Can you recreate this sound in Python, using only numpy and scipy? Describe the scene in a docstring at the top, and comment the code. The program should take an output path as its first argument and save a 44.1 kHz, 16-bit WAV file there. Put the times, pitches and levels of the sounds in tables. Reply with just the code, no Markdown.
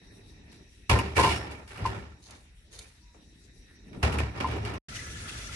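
"""In a kitchen, a heavy steel pot of wet food is shifted, knocked and shaken on a ribbed sheet-steel drainer.
The sheet booms as a few low modes and rattles as shaped noise; the pot wall rings as decaying sines.
Rubbed metal sings, the food slides and slaps as grainy noise, and a faint whining hiss stands behind.
After a short silence a tap runs steadily into the sink: splash noise, bowl resonances and ringing bubbles."""
import sys
import numpy as np
from scipy import signal
from scipy.io import wavfile

SR = 44100
rng = np.random.default_rng(int(sys.argv[2]) if len(sys.argv) > 2 else 0)


def transcribe(u):
    """Save the signal u as a 16-bit wav file named by the first command-line argument.

    u: samples, shape (n,) or (channels, n), limited to [-1, 1]; the rate is SR.
    q: integer samples, one column per channel.
    """
    v = np.clip(np.atleast_2d(u).T, -1, 1)
    q = np.round(v * 32767).astype(np.int16)
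    wavfile.write(sys.argv[1], SR, q)


N = 244755

# Knocks of the pot on the sheet: (time [s], rattle level [dB], rattle brightness [dB per octave],
# crack level [dB])
KNOCKS = [(0.517, -49.5, 8, -67), (0.8947, -13, 3.5, -17.5), (0.987, -33.5, -2, -20),
          (1.166, -14, 0, -22.5), (1.234, -16.5, 1, -24), (1.306, -21, 1.5, -43), (1.511, -41.5, 7.5, -48),
          (1.6764, -44, 8, -54), (1.774, -52.5, 11, -38), (1.857, -25.5, 3.5, -46), (3.142, -52, -4, -66),
          (3.929, -42.5, 1.5, -54), (4.028, -14.5, 3, -29), (4.1228, -24, 3, -33), (4.185, -23, 3.5, -25.5),
          (4.401, -23, 1, -34), (4.471, -27.5, 1.5, -39), (4.512, -29, 0.5, -35), (4.564, -39, -3.5, -37.5),
          (4.649, -26.5, 3.5, -36.5), (4.738, -35, -1.5, -35.5)]
# Movements of the pot over the drainer: (start [s], swell [s], hold [s], scrape level [dB],
# rumble level [dB], brightness [dB per octave])
MOVES = [(0, 0.017, 0.58, -70.5, -57, -6), (0.891, 0.0054, 0.073, -27.5, -27, 1),
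         (1.143, 0.029, 0.11, -28, -28.5, 5.5), (1.381, 0.014, 0.14, -43, -46.5, -1),
         (1.691, 0.018, 0.053, -45.5, -56, 4), (1.722, 0.081, 0.16, -40, -35.5, 0.5),
         (2.201, 0.098, 0.035, -53.5, -61.5, 1), (2.695, 0.041, 0.1, -55.5, -61, 6),
         (3.736, 0.22, 0.14, -63.5, -48, -9.5), (4.015, 0.014, 0.19, -38, -29, -0.5),
         (4.263, 0.097, 0.38, -41, -35, 0.5)]
# Modes of the ribs: (frequency [Hz], width [Hz], level [dB])
RIBS = [(2300, 130, 0), (2530, 60, 3), (2850, 90, 0)]
# Likeness of the left and right channels: (frequency [Hz], correlation [-1 to 1])
LIKENESS = [(220, 0.98), (840, 0.082), (3150, -0.31), (11800, 0.2)]
# Stereo balance of the room tone and the splash: (frequency [Hz], left minus right [dB])
AIR_BALANCE = [(60, 1), (500, -1.5), (1430, -15.5), (4100, 8), (11800, 7.5)]


def from_db(db):
    """Level law: an amplitude gain is ten to the power of decibels over 20."""
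    return 10 ** (np.asarray(db) / 20)


def rms_one(x):
    """Normalisation: a signal divided by its effective value has unit rms."""
    return x / np.sqrt(np.mean(x ** 2) + 1e-20)


def at_hz(points, hz):
    """Logarithmic pitch scale: a table is interpolated linearly over log frequency."""
    table_hz, values = np.array(points).T
    return np.interp(np.log(hz), np.log(table_hz), values)


def drift(rate):
    """Random modulation: noise low-passed near a rate [Hz] wanders slowly with unit rms."""
    step = 40  # samples between computed points
    r = np.exp(-2 * np.pi * rate * step / SR)
    white = rng.standard_normal(N // step + 2002)
    slow = signal.lfilter([1], [1, -2 * r, r * r], white)[2000:]  # the filter has settled
    return np.interp(np.arange(N) / step, np.arange(len(slow)), rms_one(slow))


def butter(x, order, hz, kind):
    """Butterworth filtering: the passband is maximally flat."""
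    return signal.sosfilt(signal.butter(order, hz, kind, fs=SR, output="sos"), x)


def ring(clicks, hz, t60):
    """Impulse response of a damped oscillator: a unit click starts a sine of height 1 that dies away."""
    r = from_db(-60 / (t60 * SR))
    w = 2 * np.pi * hz / SR
    return signal.lfilter([0, np.sin(w)], [1, -2 * r * np.cos(w), r * r], clicks + 1e-18)


def resonate(x, modes, waver_db):
    """Modal superposition: parallel resonances add, each wavering in level."""
    out = 0
    for k, (hz, width, level_db) in enumerate(modes):
        r = np.exp(-np.pi * width / SR)
        poles = [1, -2 * r * np.cos(2 * np.pi * hz / SR), r * r]
        zeros = [(1 - r * r) / 2, 0, (r * r - 1) / 2]
        gain = (-1) ** k * from_db(level_db + waver_db * drift(11))  # alternate polarity
        out = out + gain * signal.lfilter(zeros, poles, x)
    return out


def resonant_noise(modes, waver_db, side_db):
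    """Random excitation of resonators: stereo noise takes on the modes' colour; rms 1."""
    mid, side = rng.standard_normal((2, N))
    stereo = mid + from_db(side_db) * side * [[1], [-1]]
    return rms_one(resonate(stereo, modes, waver_db))


def noise_bands(spectrum, likeness, balance, patchy_db):
    """Band synthesis: half-octave stereo noises, each with its level, flicker and width, sum to rms 1."""
    edges = 30 * 2 ** np.arange(0, 8.6, .5)
    white = rng.standard_normal((2, 2, N))
    bands = {}
    for k, (low, high) in enumerate(zip(edges, edges[1:])):
        mid, side = butter(white[k % 2], 2, [low, high], "band")  # neighbours use different noise
        hz = np.sqrt(low * high)
        alike = np.clip(at_hz(likeness, hz), -1, 1)
        pair = np.sqrt(1 + alike) * mid + np.sqrt(1 - alike) * side * [[1], [-1]]
        lean = from_db(at_hz(balance, hz) * np.array([[.5], [-.5]]))
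        level = from_db(at_hz(spectrum, hz) + patchy_db * drift(7.1))
        bands[hz] = level * lean * pair
    total = np.sqrt(np.mean(sum(bands.values()) ** 2))
    return {hz: band / total for hz, band in bands.items()}


def kitchen_air():
    """Background noise: low rumble and hiss flicker, with a narrow whine that fades and returns."""
    # Room tone: (frequency [Hz], relative density [dB per Hz])
    room_spectrum = [(59, 6.5), (140, -17.5), (189, -13.5), (1220, -44), (1870, -26), (5730, -32),
                     (11500, -32)]
    # Whine resonances: (frequency [Hz], width [Hz], relative level [dB])
    whine_modes = [(1840, 190, 6), (2600, 250, 1), (3820, 170, 5.5), (5740, 240, 4)]
    # Whine over time: (time [s], level [dB])
    whine_level = [(0, -61.5), (2.501, -70), (4.801, -57)]
    room_tone_db = -54.5
    tone = sum(noise_bands(room_spectrum, LIKENESS, AIR_BALANCE, patchy_db=4.0).values())
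    whine = butter(resonant_noise(whine_modes, waver_db=2.5, side_db=-1.0), 4, 1500, "high")
    whine_db = np.interp(np.arange(N) / SR, *np.transpose(whine_level))
    return from_db(room_tone_db) * tone + from_db(whine_db) * whine


def moving(column, fade_db_per_s):
    """Exponential envelopes: the power of each move swells, holds and fades at a steady decibel rate."""
    t = np.arange(N) / SR
    swell_db = 27  # rise within the swell
    powers = []
    for move in MOVES:
        start, swell, hold = move[:3]
        rising_db = swell_db * np.clip(1 - (t - start) / swell, 0, 1)
        falling_db = fade_db_per_s * np.maximum(t - start - swell - hold, 0)
        powers.append((t >= start) * from_db(move[column] - rising_db - falling_db) ** 2)
    return np.array(powers)


def boom(rumble_db):
    """Low plate modes: thuds strike them as soft pushes, and sliding keeps them rumbling."""
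    # Low sheet modes: (frequency [Hz], width [Hz], relative level [dB])
    low_modes = [(70.2, 7.9, 4.5), (78.7, 8.5, 2.5), (106.1, 8.1, 1.5), (181, 45.6, -10.5)]
    # The pot's weight lands or rocks over and flexes the sheet: (time [s], push level [dB])
    thuds = [(0.916, -19.5), (0.943, -34), (1.175, -30), (1.289, -34), (1.82, -33), (4.031, -25.5),
             (4.209, -33), (4.495, -34), (4.62, -38)]
    pushes = np.zeros(N)
    pushes[[round(s * SR) for s, db in thuds]] = from_db(np.array(thuds)[:, 1])
    struck = 0
    for hz, width, level_db in low_modes:
        t60 = np.log(1000) / (np.pi * width)  # a narrow mode rings long
        struck = struck + from_db(level_db) * ring(pushes, hz, t60)
    soft = butter(struck, 2, [55, 250], "band")
    rumble = from_db(rumble_db) * resonant_noise(low_modes, waver_db=0.5, side_db=-18)
    return soft * from_db([[.4], [-.4]]) + rumble


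def scattered_modes(x):
    """Modal resonance: the clearer sheet modes are lifted out of its noise."""
    # Sheet modes that stand out of the rattle: frequency [Hz]
    clear_modes_hz = [399, 655, 1372, 1550, 1815, 2130, 3270, 4260]
    modes = [(hz, 25, 0.0) for hz in clear_modes_hz]  # width [Hz], level [dB]
    return x + resonate(x, modes, waver_db=3.5)


def sheet(scrape_db, brightness):
    """High modal density: modes merge into noise that follows the scrape and dies after knocks, treble first."""
    # Sheet colour: (frequency [Hz], relative density [dB per Hz])
    sheet_spectrum = [(76, -42.5), (130, -15), (280, -3.5), (520, -10.5), (760, -7), (1300, -14.5),
                      (2600, -18), (3600, -28.5), (5500, -27.5), (7400, -47), (10300, -37)]
    # Stereo balance of the sheet: (frequency [Hz], left minus right [dB])
    sheet_balance = [(60, 13), (350, -3), (840, 3), (2030, -8), (4890, 6.5), (11800, 4)]
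    rattle_db, rib_db = -6.5, -4  # rattle against the knock level; rib colour against the rattle
    knock_t60 = 0.32  # s at 1500 Hz
    age = np.arange(SR // 2) / SR
    chatter = from_db(1.8 * drift(90))  # the pot base chatters over the ribs
    out = 0
    for hz, band in noise_bands(sheet_spectrum, LIKENESS, sheet_balance, patchy_db=1.0).items():
        octaves = np.log2(hz / 1500)
        power = from_db(scrape_db + brightness * octaves) ** 2
        decay_db = -60 * age / (knock_t60 * 2 ** (-.2 * octaves))
        rise = 1 - np.exp(-age * hz / 1.9)  # lows take longer to build up
        for s, knock_db, tilt_db, _ in KNOCKS:
            at = round(s * SR)
            rattle = rise * from_db(knock_db + rattle_db + tilt_db * octaves + decay_db)
            power[at:at + len(age)] += rattle[:N - at] ** 2
        out = out + np.sqrt(power) * chatter * band
    return scattered_modes(out) + from_db(rib_db) * resonate(out, RIBS, waver_db=-6.0)


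def cracks():
    """Impact excitation: a quick burst of grit at each knock rings the ribs."""
    t = np.arange(N) / SR
    crack_t60 = 0.075  # s
    burst = 0
    for s, _, _, crack_db in KNOCKS:
        burst = burst + (t >= s) * from_db(crack_db - 60 * np.clip(t - s, 0, 1) / crack_t60)
    mid, side = rng.standard_normal((2, N))
    grit = burst * (mid + 0.64 * side * [[1], [-1]]) + 1e-18
    return 2.6 * resonate(grit, RIBS, waver_db=.5) + .2 * butter(grit, 2, 1500, "high")


def pot():
    """Free vibration: each tap excites every wall mode by chance; the next tap damps what still rings."""
    # Taps on the pot wall: (time [s], level [dB])
    taps = [(0.911, -20.5), (0.955, -26), (0.989, -25), (1.188, -13), (1.210, -18.5), (1.226, -22),
            (1.24, -14.5), (1.251, -17), (1.273, -18), (1.853, -19.5), (4.444, -19.5)]
    # Wall modes: (frequency [Hz], relative level [dB], 60 dB decay time [s])
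    wall_modes = [(925, -4, 0.12), (1024, 1.5, 0.08), (2110, -20, 0.05), (2800, -25, 0.05),
                  (4520, -32, 0.07), (5950, -33, 0.06)]
    contact = 0.0012  # s, time constant of build-up and damping
    out = np.zeros(N + SR)
    age = np.arange(SR // 4) / SR
    for (s, tap_db), (following, _) in zip(taps, taps[1:] + [(N / SR, 0)]):
        damping = np.exp(-np.maximum(age - following + s, 0) / contact)
        shape = (1 - np.exp(-age / contact)) * damping
        strengths_db = rng.normal(0, 1.0, len(wall_modes))
        for (hz, level_db, t60), chance_db in zip(wall_modes, strengths_db):
            height = from_db(tap_db + level_db + chance_db - 60 * age / t60)
            out[round(s * SR):][:len(age)] += shape * height * np.sin(2 * np.pi * hz * age)
    return out[:N]


def singing():
    """Friction-driven oscillation: a rubbed mode swells fast and thins out; phase wander sets its line width."""
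    # Metal rubbed until it sings: (start [s], length [s], frequency [Hz], line width [Hz], level [dB])
    songs = [(0.945, 0.11, 5430, 25, -53), (1.292, 0.18, 5425, 10, -45), (2.695, 0.22, 444, 110, -57),
             (3.009, 0.22, 965, 20, -69), (3.666, 0.13, 1830, 260, -60.5)]
    t = np.arange(N) / SR
    out = 0
    for s, length, hz, width, level_db in songs:
        swell = np.sin(np.pi * np.clip((t - s) / length, 0, 1) ** .6) ** .7
        wander = np.cumsum(rng.standard_normal(N)) * np.sqrt(2 * np.pi * width / SR)
        phase = 2 * np.pi * hz * t + wander + [[0], [1]]  # right leads by 1 radian
        out = out + from_db(level_db + 1.5 * drift(30)) * swell * np.sin(phase)
    return out


def food():
    """Granular excitation: a slide swells and eases, a sharp slap hits the wall, and crumbs settle after it."""
    # The pot is tossed: ((slide start [s], slide level [dB]), (slap time [s], slap level [dB]))
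    tosses = [((2.212, -47), (2.308, -32)), ((2.706, -43), (2.79, -24))]
    # Wet rustle: (frequency [Hz], width [Hz], level [dB])
    rustle_modes = [(3110, 105, -7), (3580, 120, 0), (4300, 860, -4.5), (6460, 570, -3.5), (9580, 1000, -8)]
    t = np.arange(N) / SR
    slide, slap = 0, 0
    for (start, slide_db), (s, slap_db) in tosses:
        onset = np.clip((t - start) / 0.016, 0, 1)
        arch = 0.63 + 1.18 * np.sin(np.pi * np.clip((t - start) / (s - start), 0, .8))
        settling_db = -60 * np.maximum(t - s, 0) / 0.55
        slide = slide + onset * arch * from_db(slide_db + settling_db)
        slap = slap + (t > s) * from_db(slap_db - 60 * np.clip(t - s, 0, 1) / .025)
    grain_rate = 3000 * from_db(4.0 * drift(40))  # per second
    grains = rng.standard_normal((2, N)) * (rng.random((2, N)) < grain_rate / SR)
    smack = slap * rng.standard_normal(N) + 1e-18
    tick = 0.098 * butter(smack, 2, 2500, "high")
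    return resonate(slide * rms_one(grains) + smack, rustle_modes, waver_db=1.5) + tick


def bubbles():
    """Bubble resonance: small bubbles ring at random on either side; larger ones swell and rise in pitch."""
    # Larger bubbles: (time [s], level [dB], starting frequency [Hz])
    plinks = [(4.967, -33.5, 2870), (4.990, -30, 1945), (5.013, -35, 2050), (5.113, -46, 1400),
              (5.256, -35, 1340), (5.293, -36.5, 2620), (5.492, -34, 1330)]
    bubble_db = -51.5  # the small bubbles together
    signs = rng.choice([-1, 1], (2, N))
    sizes = from_db(3.6 * np.minimum(rng.exponential(1, (2, N)), 5)) * signs
    birth_rate = 700 * from_db(3.0 * drift(25))  # per second and side
    born = rng.random((2, N)) < birth_rate / SR
    dealt = rng.integers(0, 24, (2, N))  # which pitch each bubble gets
    small = 0
    for k, hz in enumerate(np.geomspace(1250, 5000, num=24)):
        small = small + ring(sizes * born * (dealt == k), hz, 79.0 / hz)  # 79 cycles to -60 dB
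    out = from_db(bubble_db) * rms_one(small)
    for s, plink_db, hz in plinks:
        age = np.clip(np.arange(N) / SR - s, 0, 1)
        shape = (1 - np.exp(-age / 0.0017)) * from_db(plink_db - 60 * age * hz / 60.0)
        out = out + shape * np.sin(2 * np.pi * hz * age * (1 + 1.9 * age))
    return out


def water():
    """Jet impact: turbulent splash noise, a drummed bowl and trapped air sound together."""
    # Splash colour: (frequency [Hz], relative density [dB per Hz])
    splash_spectrum = [(112, 0), (151, -12), (319, -15.5), (802, -27.5), (1350, -39), (1610, -32.5),
                       (1780, -18.5), (5870, -26.5), (11500, -32)]
    # Bowl modes: (frequency [Hz], width [Hz], relative level [dB])
    bowl_modes = [(1355, 120, -2), (1717, 28, 4), (1990, 120, -2), (3433, 30, -2), (5850, 500, -5),
                  (9500, 500, -14)]
    # The jet breaks up: (time [s], swell of bubbles and of the splash above 3 kHz [dB])
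    splashes = [(4.963, 6.5), (5.18, 3.5), (5.293, 6), (5.385, 1), (5.54, 4.5)]
    splash_db, bowl_db = -40.5, -45.5  # splash level before its swell; bowl level
    t = np.arange(N) / SR
    swell_db = 1.2 * drift(15)
    for s, level_db in splashes:
        swell_db = swell_db + level_db * np.exp(-((t - s) / .014) ** 2)
    splash = 0
    for hz, band in noise_bands(splash_spectrum, LIKENESS, AIR_BALANCE, patchy_db=1.5).items():
        splash = splash + band * from_db(swell_db * min(hz / 3000, 1))  # lows swell less
    bowl = from_db(bowl_db) * resonant_noise(bowl_modes, waver_db=4.5, side_db=1.5)
    return from_db(splash_db) * splash + bowl + from_db(swell_db) * bubbles()


def scene():
    """Superposition: pot, drainer and room sound together, then a moment of silence, then the tap."""
    # The silence: (start [s], end [s])
    silence = (4.784, 4.884)
    t = np.arange(N) / SR
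    # The pot merely held: scrape and rumble power, brightness in dB per octave
    rest_scrape, rest_rumble, rest_brightness = from_db(-87) ** 2, from_db(-63) ** 2, -11
    scrapes = moving(column=3, fade_db_per_s=108.5)
    rumble = moving(column=4, fade_db_per_s=95).sum(axis=0) + rest_rumble
    scrape = scrapes.sum(axis=0) + rest_scrape
    # Power-weighted mean: the loudest move sets the colour
    brightness = (np.array(MOVES)[:, -1] @ scrapes + rest_brightness * rest_scrape) / scrape
    drainer = boom(10 * np.log10(rumble)) + sheet(10 * np.log10(scrape), brightness) + cracks()
    before = drainer + pot() * from_db([[.7], [-.7]]) + singing() + food() + kitchen_air()
    fade_out = np.clip((silence[0] - t) / .003, 0, 1)
    fade_in = np.clip((t - silence[1]) / .003, 0, 1)
    return fade_out * before + fade_in * water()


def record(dry):
    """Band limitation: the deepest bass is cut gently and the top above 11750 Hz steeply."""
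    thin = butter(dry, 3, 42, "high")
    return signal.sosfilt(signal.ellip(12, .5, 70, 11750, fs=SR, output="sos"), thin)


dry = scene()
out = record(dry)
transcribe(out)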